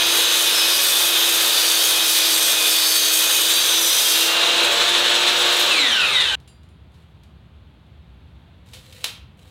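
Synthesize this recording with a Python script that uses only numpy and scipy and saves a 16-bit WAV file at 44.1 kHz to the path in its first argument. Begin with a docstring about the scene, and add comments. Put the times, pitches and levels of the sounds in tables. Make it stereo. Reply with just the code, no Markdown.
"""In a garage, a mitre saw bites through an aluminium bar: the teeth rasp, the blade rings and squeals.
Pushing the saw slows its motor; the harder the cut, the more the recorder's automatic volume control
turns down fan and room. Once through, the motor runs free, is switched off and winds down in falling
gear whines until the sound breaks off. Over a low room rumble the cut-off piece clinks, scrapes across
the table and is put down with a clack."""
import sys
import numpy as np
from scipy import signal
from scipy.fft import rfft, irfft, next_fast_len
from scipy.io import wavfile
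from scipy.ndimage import uniform_filter1d

SR = 44100
rng = np.random.default_rng(int(sys.argv[2]) if len(sys.argv) > 2 else 0)


def to_wav(s):
    """Save 16-bit WAV."""
    ch = np.atleast_2d(s).T  # columns
    pcm = np.round(np.clip(ch, -1, 1) * 32767)  # PCM
    wavfile.write(sys.argv[1], SR, pcm.astype(np.int16))


N = 418950
T = np.arange(N) / SR
THROUGH_S, SWITCH_OFF_S, BREAK_OFF_S = 4.28, 5.715, 6.354
FREE_SPEED = 358  # motor turns per second with nothing to cut

# motor speed as the hand pushes the saw into the bar: time_s, turns_per_s
LOADED_SPEEDS = [(0, 338.5), (0.58, 332.2), (1.1, 337), (1.35, 336.5), (2.1, 326.9), (3.08, 319.3),
                 (3.56, 332.6), (3.85, 332.8), (4.1, 327)]


def cut(speed, turns, cutting, force_db):
    """Each tooth tears off a chip of random size; the slightly uneven blade presses harder once a turn."""
    # tone colour of the teeth tearing metal: pitch_hz, level_db
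    rasp_colour = [(500, -30), (1500, -7), (2000, -7.5), (3500, -10.5), (4600, 0.5), (5600, 3.5),
                   (6400, 5.5), (7500, 2.5), (9000, 5), (10200, 4), (13000, 3.5), (14500, 1.5),
                   (15500, -5.5)]
    # loose chips caught by the teeth: time_s, level_db
    loose_chips = [(4.725, -31), (4.995, -34), (5.535, -28), (5.6, -23.5), (5.625, -33)]
    gear_ratio, teeth = .17575, 80  # blade turns per motor turn; teeth on the blade
    blade_turns = turns * gear_ratio
    tooth = (blade_turns * teeth).astype(int)
    chip_sizes = amp(2.5 * rng.standard_normal(tooth[-1] + 1))[tooth]
    sway = np.sin(2 * np.pi * blade_turns)
    entry_db = -9 * np.exp(-T / .14)  # weaker while the teeth first sink in
    bite_db = entry_db + .35 * rubbing() + .68 * wobble(12)
    pressure = amp(-24 + force_db + bite_db + 2 * sway + 1.7 * wobble(50)) * cutting
    for time_s, db in loose_chips:
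        pressure += amp(db) * np.exp(-np.abs(T - time_s) / .012)
    tearing = coloured(chip_sizes * rng.standard_normal(N), rasp_colour)
    rasp = pressure * rippled(tearing, depth_db=3, spacing_hz=45)
    ring = blade(speed * gear_ratio * teeth, bite_db, touching=1 - after(THROUGH_S + .03, .12))
    return garage(rasp, wet_db=-2.5) + ring * amp(force_db * cutting + .72 * sway)


def blade(tooth_hz, bite_db, touching):
    """The teeth ring bar and blade; rubbing makes the middle notes screech, and some catch and squeal."""
    # lower ringing notes of the blade and the clamped bar: pitch_hz, level_db
    bar_notes = [(2514, -36.5), (2967, -38), (3171, -36.5), (3300, -35), (3537, -32), (3634, -35),
                 (3753, -35), (3903, -32), (4334, -38.5), (4560, -39), (4722, -43), (4840, -35),
                 (5131, -43), (5249, -37), (5658, -44), (5798, -45), (5927, -39), (6164, -41), (6283, -38),
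                 (6466, -41)]
    # high ringing notes of the blade's rim: pitch_hz, level_db
    rim_notes = [(6541, -44), (6746, -39), (7316, -41), (7445, -44), (7768, -42), (8038, -45), (8113, -43),
                 (8318, -46), (8554, -46), (8802, -45), (8899, -45), (9050, -41), (9351, -42), (9534, -40),
                 (10083, -46), (10374, -42), (10460, -45), (10891, -48), (10988, -44), (11074, -43),
                 (12086, -46), (12667, -40), (12743, -43), (13539, -41), (14153, -45), (14336, -49),
                 (14681, -49), (14993, -49), (15230, -50), (15553, -52)]
    # notes that catch and squeal: peak_s, half_length_s, pitch_hz, level_db
    squeal_notes = [(.15, 0.28, 6480, -35.5), (0.118, .3, 9570, -33.5), (0.846, .45, 2520, -29.5),
                    (.645, .25, 5230, -23.5), (.69, 0.14, 4842, -26), (1.2, 1, 3560, -29.5),
                    (1.05, 0.68, 12730, -31), (1.68, 0.15, 5250, -28.5), (1.68, 0.26, 4840, -28),
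                    (1.72, 0.47, 4480, -29), (1.85, .27, 9440, -31), (2.04, 0.3, 3308, -28.5),
                    (2.46, 0.21, 8318, -32), (2.75, .4, 13400, -35), (2.94, 0.45, 4490, -28),
                    (3.31, 0.33, 6300, -30.5), (3.5, 0.34, 3577, -26.5), (3.58, 0.15, 4661, -28.5),
                    (3.92, 0.63, 5923, -27.5), (4.11, 0.49, 5100, -31), (4.11, .3, 3210, -27.5),
                    (4.35, 0.45, 2776, -25.5)]
    split_hz = 4200
    low_notes = [(hz, db) for hz, db in bar_notes if hz < split_hz]
    middle_notes = [(hz, db) for hz, db in bar_notes if hz >= split_hz]
    low = amp(.8) * ringing(low_notes, tooth_hz, width_hz=14)
    screech = amp(-26 + rubbing()) * unit(ringing(middle_notes, tooth_hz, width_hz=10))
    rim = amp(-.7 + 1.8 * bite_db) * ringing(rim_notes, tooth_hz, width_hz=18)
    # the higher a squeal, the rougher it is
    squeals = sum(amp(db + 2 * wobble(35)) * swell(peak_s, half_s) * tone(hz * T, width_hz=hz / 600)
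                  for peak_s, half_s, hz, db in squeal_notes)
    return (low + screech + rim) * touching + amp(-.5) * squeals


def ringing(notes, tooth_hz, width_hz):
    """Each note of the metal flickers on its own and grows when the teeth strike in step with it."""
    boost_db, near_hz = 5.5, 47
    total = np.zeros(N)
    for hz, db in notes:
        mismatch_hz = hz - np.round(hz / tooth_hz) * tooth_hz
        in_step = 1 / (1 + (mismatch_hz / near_hz) ** 2)
        flicker_db = 3.2 * wobble(3.5) + 2.2 * wobble(30)
        total += amp(db - .6 + boost_db * in_step + flicker_db) * tone(hz * T, width_hz)
    return total


def rubbing():
    """The rise in dB while the side of the blade rubs harder in its slot."""
    # harder rubs: peak_s, rise_db
    rubs = [(.66, 1.5), (1.66, 5.5), (2.22, 3.5), (2.85, 4), (3.1, 2), (4.02, 5)]
    return sum(db * swell(peak_s, half_s=.28) for peak_s, db in rubs)


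def rippled(x, depth_db, spacing_hz):
    """The blade's many weak resonances make some pitches a little louder and others softer."""
    heights_db = depth_db * rng.standard_normal(1000)
    pitches_hz = spacing_hz * np.arange(len(heights_db))
    return unit(filtered(x, lambda hz: amp(np.interp(hz, pitches_hz, heights_db))))


def motor(speed, turns, cutting, force_db):
    """The fan rushes, the housing shakes, the brushes (sliding contacts) hiss and the drive whines."""
    # tone colours of fan, housing and brushes: pitch_hz, level_db
    fan_colour = [(100, -40.5), (200, -10.5), (300, -4.5), (500, 3), (800, -1), (1100, 1.5), (1550, 4.5),
                  (2000, -4), (2500, 4.5), (4000, 6.5), (5000, -10), (7600, -23.5), (10000, -21.5),
                  (12000, -30), (15500, -34.5)]
    housing_colour = [(200, -53.5), (1000, -10), (1500, -9.5), (2100, -7), (2600, -8), (3200, -0.5),
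                      (3700, 3), (4150, -0.5), (4700, -12.5), (8000, -16), (11000, -24), (15500, -46)]
    brush_colour = [(3000, -16), (5000, 5.5), (7600, 2.5), (9000, -26.5), (12000, -4.5), (15500, -12.5)]
    powered = 1 - after(SWITCH_OFF_S, .04)
    octaves = np.log2(speed / FREE_SPEED)  # falls by 1 each time the speed halves
    fan = amp(-20.5 + 8 * octaves + .87 * wobble(4) + .51 * wobble(14)) * noise(fan_colour)
    # the housing shakes with the cutting force, then with the speed alone
    idle_db = -19.5 * powered - 20 * (1 - powered) + 7.5 * octaves
    shake_db = (-22.5 + force_db) * cutting + idle_db * (1 - cutting)
    shake = amp(shake_db + .78 * wobble(7) + 1.7 * wobble(60)) * noise(housing_colour)
    brushes = amp(-31.5 + 1.1 * wobble(40)) * noise(brush_colour) * (speed / FREE_SPEED) ** 1.9
    rush = garage(fan + shake + brushes, wet_db=-5.5)
    return rush + whine(turns, cutting) * powered * amp(force_db * cutting)


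def motor_speed():
    """Turns per second: held down by the cut, recovering afterwards, then slowed by brake and air."""
    recover_s, brake_s = .82, .91
    air_drag = 1.3  # how many times stronger than the brake at full speed
    release_s = LOADED_SPEEDS[-1][0]
    recovery_time = np.clip(T, release_s, SWITCH_OFF_S) - release_s
    driven = FREE_SPEED - (FREE_SPEED - curve(LOADED_SPEEDS)) * np.exp(-recovery_time / recover_s)
    braked = np.exp(-np.maximum(T - SWITCH_OFF_S, 0) / brake_s)
    return driven * braked / (1 + air_drag * (1 - braked))


def whine(turns, cutting):
    """Shaft, gears and teeth sing in step with the motor; free gears rattle and chop the high tones."""
    # tones under power: cycles_per_turn, width_hz, cutting_db, free_db
    drive_tones = [(1, .2, -40.5, -37), (1.37, 2, -44.5, -39), (1.69, 3, -49, -39.5), (2, .3, -46, -37),
                   (2.59, 3, -49.5, -38.5), (7.56, 5, -39, -38), (14.06, 30, -37, -42),
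                   (15.81, 8, -40, -52), (19, 3, -48, -43), (22.4, 150, -42, -38), (27.95, 140, -35.5, -42),
                   (37.97, 90, -41, -54), (42.03, 110, -39, -52)]
    rattle = wobble(70)
    total = np.zeros(N)
    for per_turn, width_hz, cutting_db, free_db in drive_tones:
        level_db = free_db + (cutting_db - free_db) * cutting
        rattle_db = (3.5 * rattle - 2) * (1 - cutting) * (per_turn > 20)
        total += amp(level_db + 2 * wobble(7) + rattle_db) * tone(per_turn * turns, width_hz)
    return total


def coasting_gears(speed, turns):
    """Slack gears lose and find contact; their falling tones flutter, and flare where the case rings."""
    # tones of the slack gears: cycles_per_turn, level_db
    gear_tones = [(1, -28), (7.6, -19), (10.55, -32), (12.8, -33), (14.15, -20), (15.5, -30), (21.9, -28),
                  (22.7, -34), (26.2, -21), (28, -33), (30.6, -36), (38, -33), (42.2, -33), (56, -30),
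                  (70.5, -31)]
    # how strongly the gear case passes each pitch: pitch_hz, level_db
    case_colour = [(120, -30), (200, -21.5), (300, -6), (520, -6.5), (750, -22.5), (1050, -25), (1480, -1),
                   (1700, -12), (1950, -3.5), (2200, -9), (2680, 1), (3000, -1.5), (3300, -2.5), (3750, 2),
                   (4100, -2), (4500, -14.5), (6500, -16), (9500, -10.5), (12000, -28.5)]
    gears = sum(amp(db + 3.6 * wobble(55)) * tone(per_turn * turns, width_hz=.45 * per_turn)
                for per_turn, db in gear_tones)
    # slower teeth strike more softly
    strength = after(SWITCH_OFF_S, .01) * amp(1.5) * (speed / FREE_SPEED) ** 1.2
    return garage(shaped(gears * strength, case_colour), wet_db=-3.5)


def offcut():
    """The cut-off piece knocks on the table and rings; between knocks it scrapes along."""
    # contacts with the table: start_s, level_db, ring_above_knock_db, fade_s
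    taps = [(6.4, -51, -25, .025), (6.476, -49, 1.5, .05), (6.632, -56.5, -9, .03),
            (6.688, -57, -5.5, 0.022), (6.94, -61, -22, .12), (7.234, -51, -18, .03),
            (7.866, -66, -18, .02), (8.686, -50.5, -22, .04), (8.733, -38.5, -30, 0.15),
            (8.864, -45, -25, .015), (8.925, -40, -26, .04), (9.036, -39, -29.5, .03),
            (9.0418, -13, -44, 0.025)]
    # ringing notes of the aluminium piece: pitch_hz, level_db, fade_s (time to fall 60 dB)
    metal_notes = [(2810, -6, .45), (4740, -7, .5), (7040, -1.5, .22), (7470, -3, .16), (9250, -3, 0.22),
                   (10510, -6.5, .16), (11860, -11, .18)]
    # tone colour of a knock: pitch_hz, level_db
    knock_colour = [(200, -23), (400, -14), (750, -12), (1700, -11.5), (2500, -4.5), (3200, 0),
                    (4300, -3.5), (5200, -7.5), (6200, -10), (10600, -13), (15500, -23)]
    blows, rings = np.zeros(N + SR), np.zeros(N + SR)
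    t = T[:SR // 2]
    for start_s, db, ring_db, contact_s in taps:
        start = round(start_s * SR)
        blows[start:start + len(t)] += amp(db) * np.sqrt(contact_s * SR / 14) * burst(t, contact_s)
        ring = sum(amp(note_db + rng.normal(0, 2) - 60 * t / fade_s) * np.sin(2 * np.pi * hz * t)
                   for hz, note_db, fade_s in metal_notes)
        rings[start:start + len(t)] += amp(db + ring_db) * ring
    knocks = amp(5.5) * shaped(blows[:N], knock_colour)
    return garage(saw_table(knocks + sliding()) + amp(-12.5) * rings[:N], wet_db=-3.5)


def burst(t, fade_s):
    """One contact: a short crack of energy 1, spread evenly over all pitches."""
    crack = rng.standard_normal(len(t)) * amp(-60 * t / fade_s) * (1 - np.exp(-t / .0012))
    phases = np.angle(rfft(crack))
    even = irfft(np.exp(1j * phases), len(t)) * np.exp(-t / fade_s)
    return even / np.linalg.norm(even)


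def sliding():
    """Metal and sleeve slide over the table with a grainy scrape that grows as they gather speed."""
    # slides: start_s, end_s, end_level_db
    slides = [(6.916, 7.031, -72.5), (8.66, 8.75, -62), (8.75, 8.848, -59), (8.871, 9.043, -53.5),
              (9.379, 9.5, -63)]
    # tone colour of the scrape: pitch_hz, level_db
    scrape_colour = [(240, -58.5), (400, -17), (496, 4.5), (560, -6), (900, -15), (972, -14.5), (3790, -4),
                     (5480, -14.5), (7910, -12.5), (15500, -21)]
    roughness = amp(3.5 * wobble(500) + 2 * wobble(45))
    grains = coloured(roughness * rng.standard_normal(N), scrape_colour)
    loudness = np.zeros(N)
    for start_s, end_s, db in slides:
        growth = amp(db + 24 * np.minimum(T - end_s, 0))  # 24 dB a second
        fade = np.exp(-np.maximum(T - end_s, 0) / .044)
        loudness += after(start_s, .015) * growth * fade
    return loudness * grains


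def saw_table(x):
    """The table passes a contact on partly as a dull knock, partly by ringing at its own pitches."""
    # resonances of the table: pitch_hz, width_hz, level_db
    resonances = [(2175, 64, -3), (2790, 33, -3), (3080, 18, -6), (3230, 36, -4), (3550, 140, -4.5),
                  (4110, 86, -4), (6160, 110, -7), (7030, 47, -13), (7730, 38, -10)]

    def response(hz):
        ring = sum((-1) ** k * amp(db) * 1j * hz * width / (pitch ** 2 - hz ** 2 + 1j * hz * width)
                   for k, (pitch, width, db) in enumerate(resonances))
        return 1 + amp(-1) * 1j * ring
    return filtered(x, response)


def garage(x, wet_db):
    """Bare walls add an echo, wet_db relative to the direct sound, at about the same total power."""
    # how long the echo lasts: pitch_hz, fade_s (time to fall 60 dB)
    echo_times = [(200, 0.25), (1000, 0.5), (3500, 0.39), (8000, 0.27), (15000, 0.29)]
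    hz, t, spectrum = signal.stft(rng.standard_normal(SR // 2), SR, nperseg=256)
    fade = amp(-60 * t / along(echo_times, hz)[:, None])
    tail = signal.istft(spectrum * fade, SR, nperseg=256)[1]
    tail = np.pad(tail / np.linalg.norm(tail), (SR // 200, 0))  # arrives 5 ms late
    echo = amp(wet_db) * signal.fftconvolve(x, tail)[:N]
    return (x + echo) / np.hypot(1, amp(wet_db))


def room_tone():
    """A low unsteady rumble under faint hiss."""
    # tone colour of the quiet room: pitch_hz, level_db
    room_colour = [(25, -35.5), (38, -27), (50, -19.5), (63, 0), (80, -2.5), (120, -8), (170, -12),
                   (260, -20.5), (450, -28), (1000, -30.5), (2000, -36.5), (3500, -34.5), (4200, -40),
                   (5300, -53.5), (9000, -57.5), (15500, -61.5)]
    return amp(-52.5 + .47 * wobble(2.6)) * noise(room_colour)


def amp(db):
    """Turn decibels into a gain."""
    return 10 ** (np.asarray(db) / 20)


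def unit(x):
    """Scale to an average strength (rms) of 1."""
    return x / np.sqrt(np.mean(x ** 2) + 1e-20)


def along(points, hz):
    """Read between (pitch_hz, value) rows, giving each octave equal room."""
    pitches, values = np.transpose(points)
    return np.interp(np.log(hz + 1), np.log(pitches), values)


def curve(rows):
    """Turn (time_s, value) rows into one value per sample."""
    return np.interp(T, *np.transpose(rows))


def after(time_s, fade_s):
    """A smooth step from 0 to 1 around time_s."""
    return .5 + .5 * np.tanh((T - time_s) / fade_s)


def swell(peak_s, half_s):
    """A smooth rise from 0 to 1 and back around peak_s."""
    return np.cos(np.pi / 2 * np.clip((T - peak_s) / half_s, -1, 1)) ** 2


def wobble(rate):
    """A smooth random curve of strength 1 with rate new values a second."""
    knots = rng.standard_normal(int(T[-1] * rate) + 2)
    smooth = signal.resample(knots, 8 * len(knots))
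    return unit(np.interp(T, np.linspace(0, T[-1], len(smooth)), smooth))


def filtered(x, response):
    """Scale each pitch in x by response(hz)."""
    size = next_fast_len(N + SR // 2)
    return irfft(rfft(x, size) * response(np.fft.rfftfreq(size, 1 / SR)), size)[:N]


def shaped(x, colour):
    """Filter x by (pitch_hz, level_db) rows."""
    return filtered(x, lambda hz: amp(along(colour, hz)))


def coloured(x, colour):
    """Give x a tone colour, at strength 1."""
    return unit(shaped(x, colour))


def noise(colour):
    """Noise with a tone colour, at strength 1."""
    return coloured(rng.standard_normal(N), colour)


def tone(cycles, width_hz):
    """A sine of strength 1 whose random drift smears its pitch over width_hz."""
    drift = np.cumsum(rng.standard_normal(len(cycles))) * np.sqrt(2 * np.pi * abs(width_hz) / SR)
    return np.sqrt(2) * np.sin(2 * np.pi * cycles + drift)


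def scene():
    """The saw, then the offcut, heard in the middle; the harder the cut, the slower and louder the saw."""
    speed = motor_speed()
    turns = np.cumsum(speed) / SR
    cutting = 1 - after(THROUGH_S, .06)
    lost_speed = FREE_SPEED - curve(LOADED_SPEEDS)
    force_db = 4 + .1 * (lost_speed - 28)  # an average cut costs 28 turns a second
    saw = motor(speed, turns, cutting, force_db) + coasting_gears(speed, turns)
    saw += cut(speed, turns, cutting, force_db)
    mono = saw * (1 - after(BREAK_OFF_S, .001)) + offcut() + room_tone()
    return np.array([mono, mono])


def record(dry):
    """Volume control holds the saw at one level; the microphone rounds peaks and loses the top treble."""
    target_db, max_gain_db, window_s, top_hz = -16.5, 6, .25, 15780
    power = uniform_filter1d(dry[0] ** 2, int(window_s * SR))
    loudness = np.sqrt(np.abs(power) + 1e-12)
    levelled = dry * np.minimum(amp(target_db) / loudness, amp(max_gain_db))
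    rounded = levelled / (1 + np.abs(levelled / .7) ** 6) ** (1 / 6)
    return np.array([filtered(channel, lambda hz: hz < top_hz) for channel in rounded])


dry = scene()
out = record(dry)
to_wav(out)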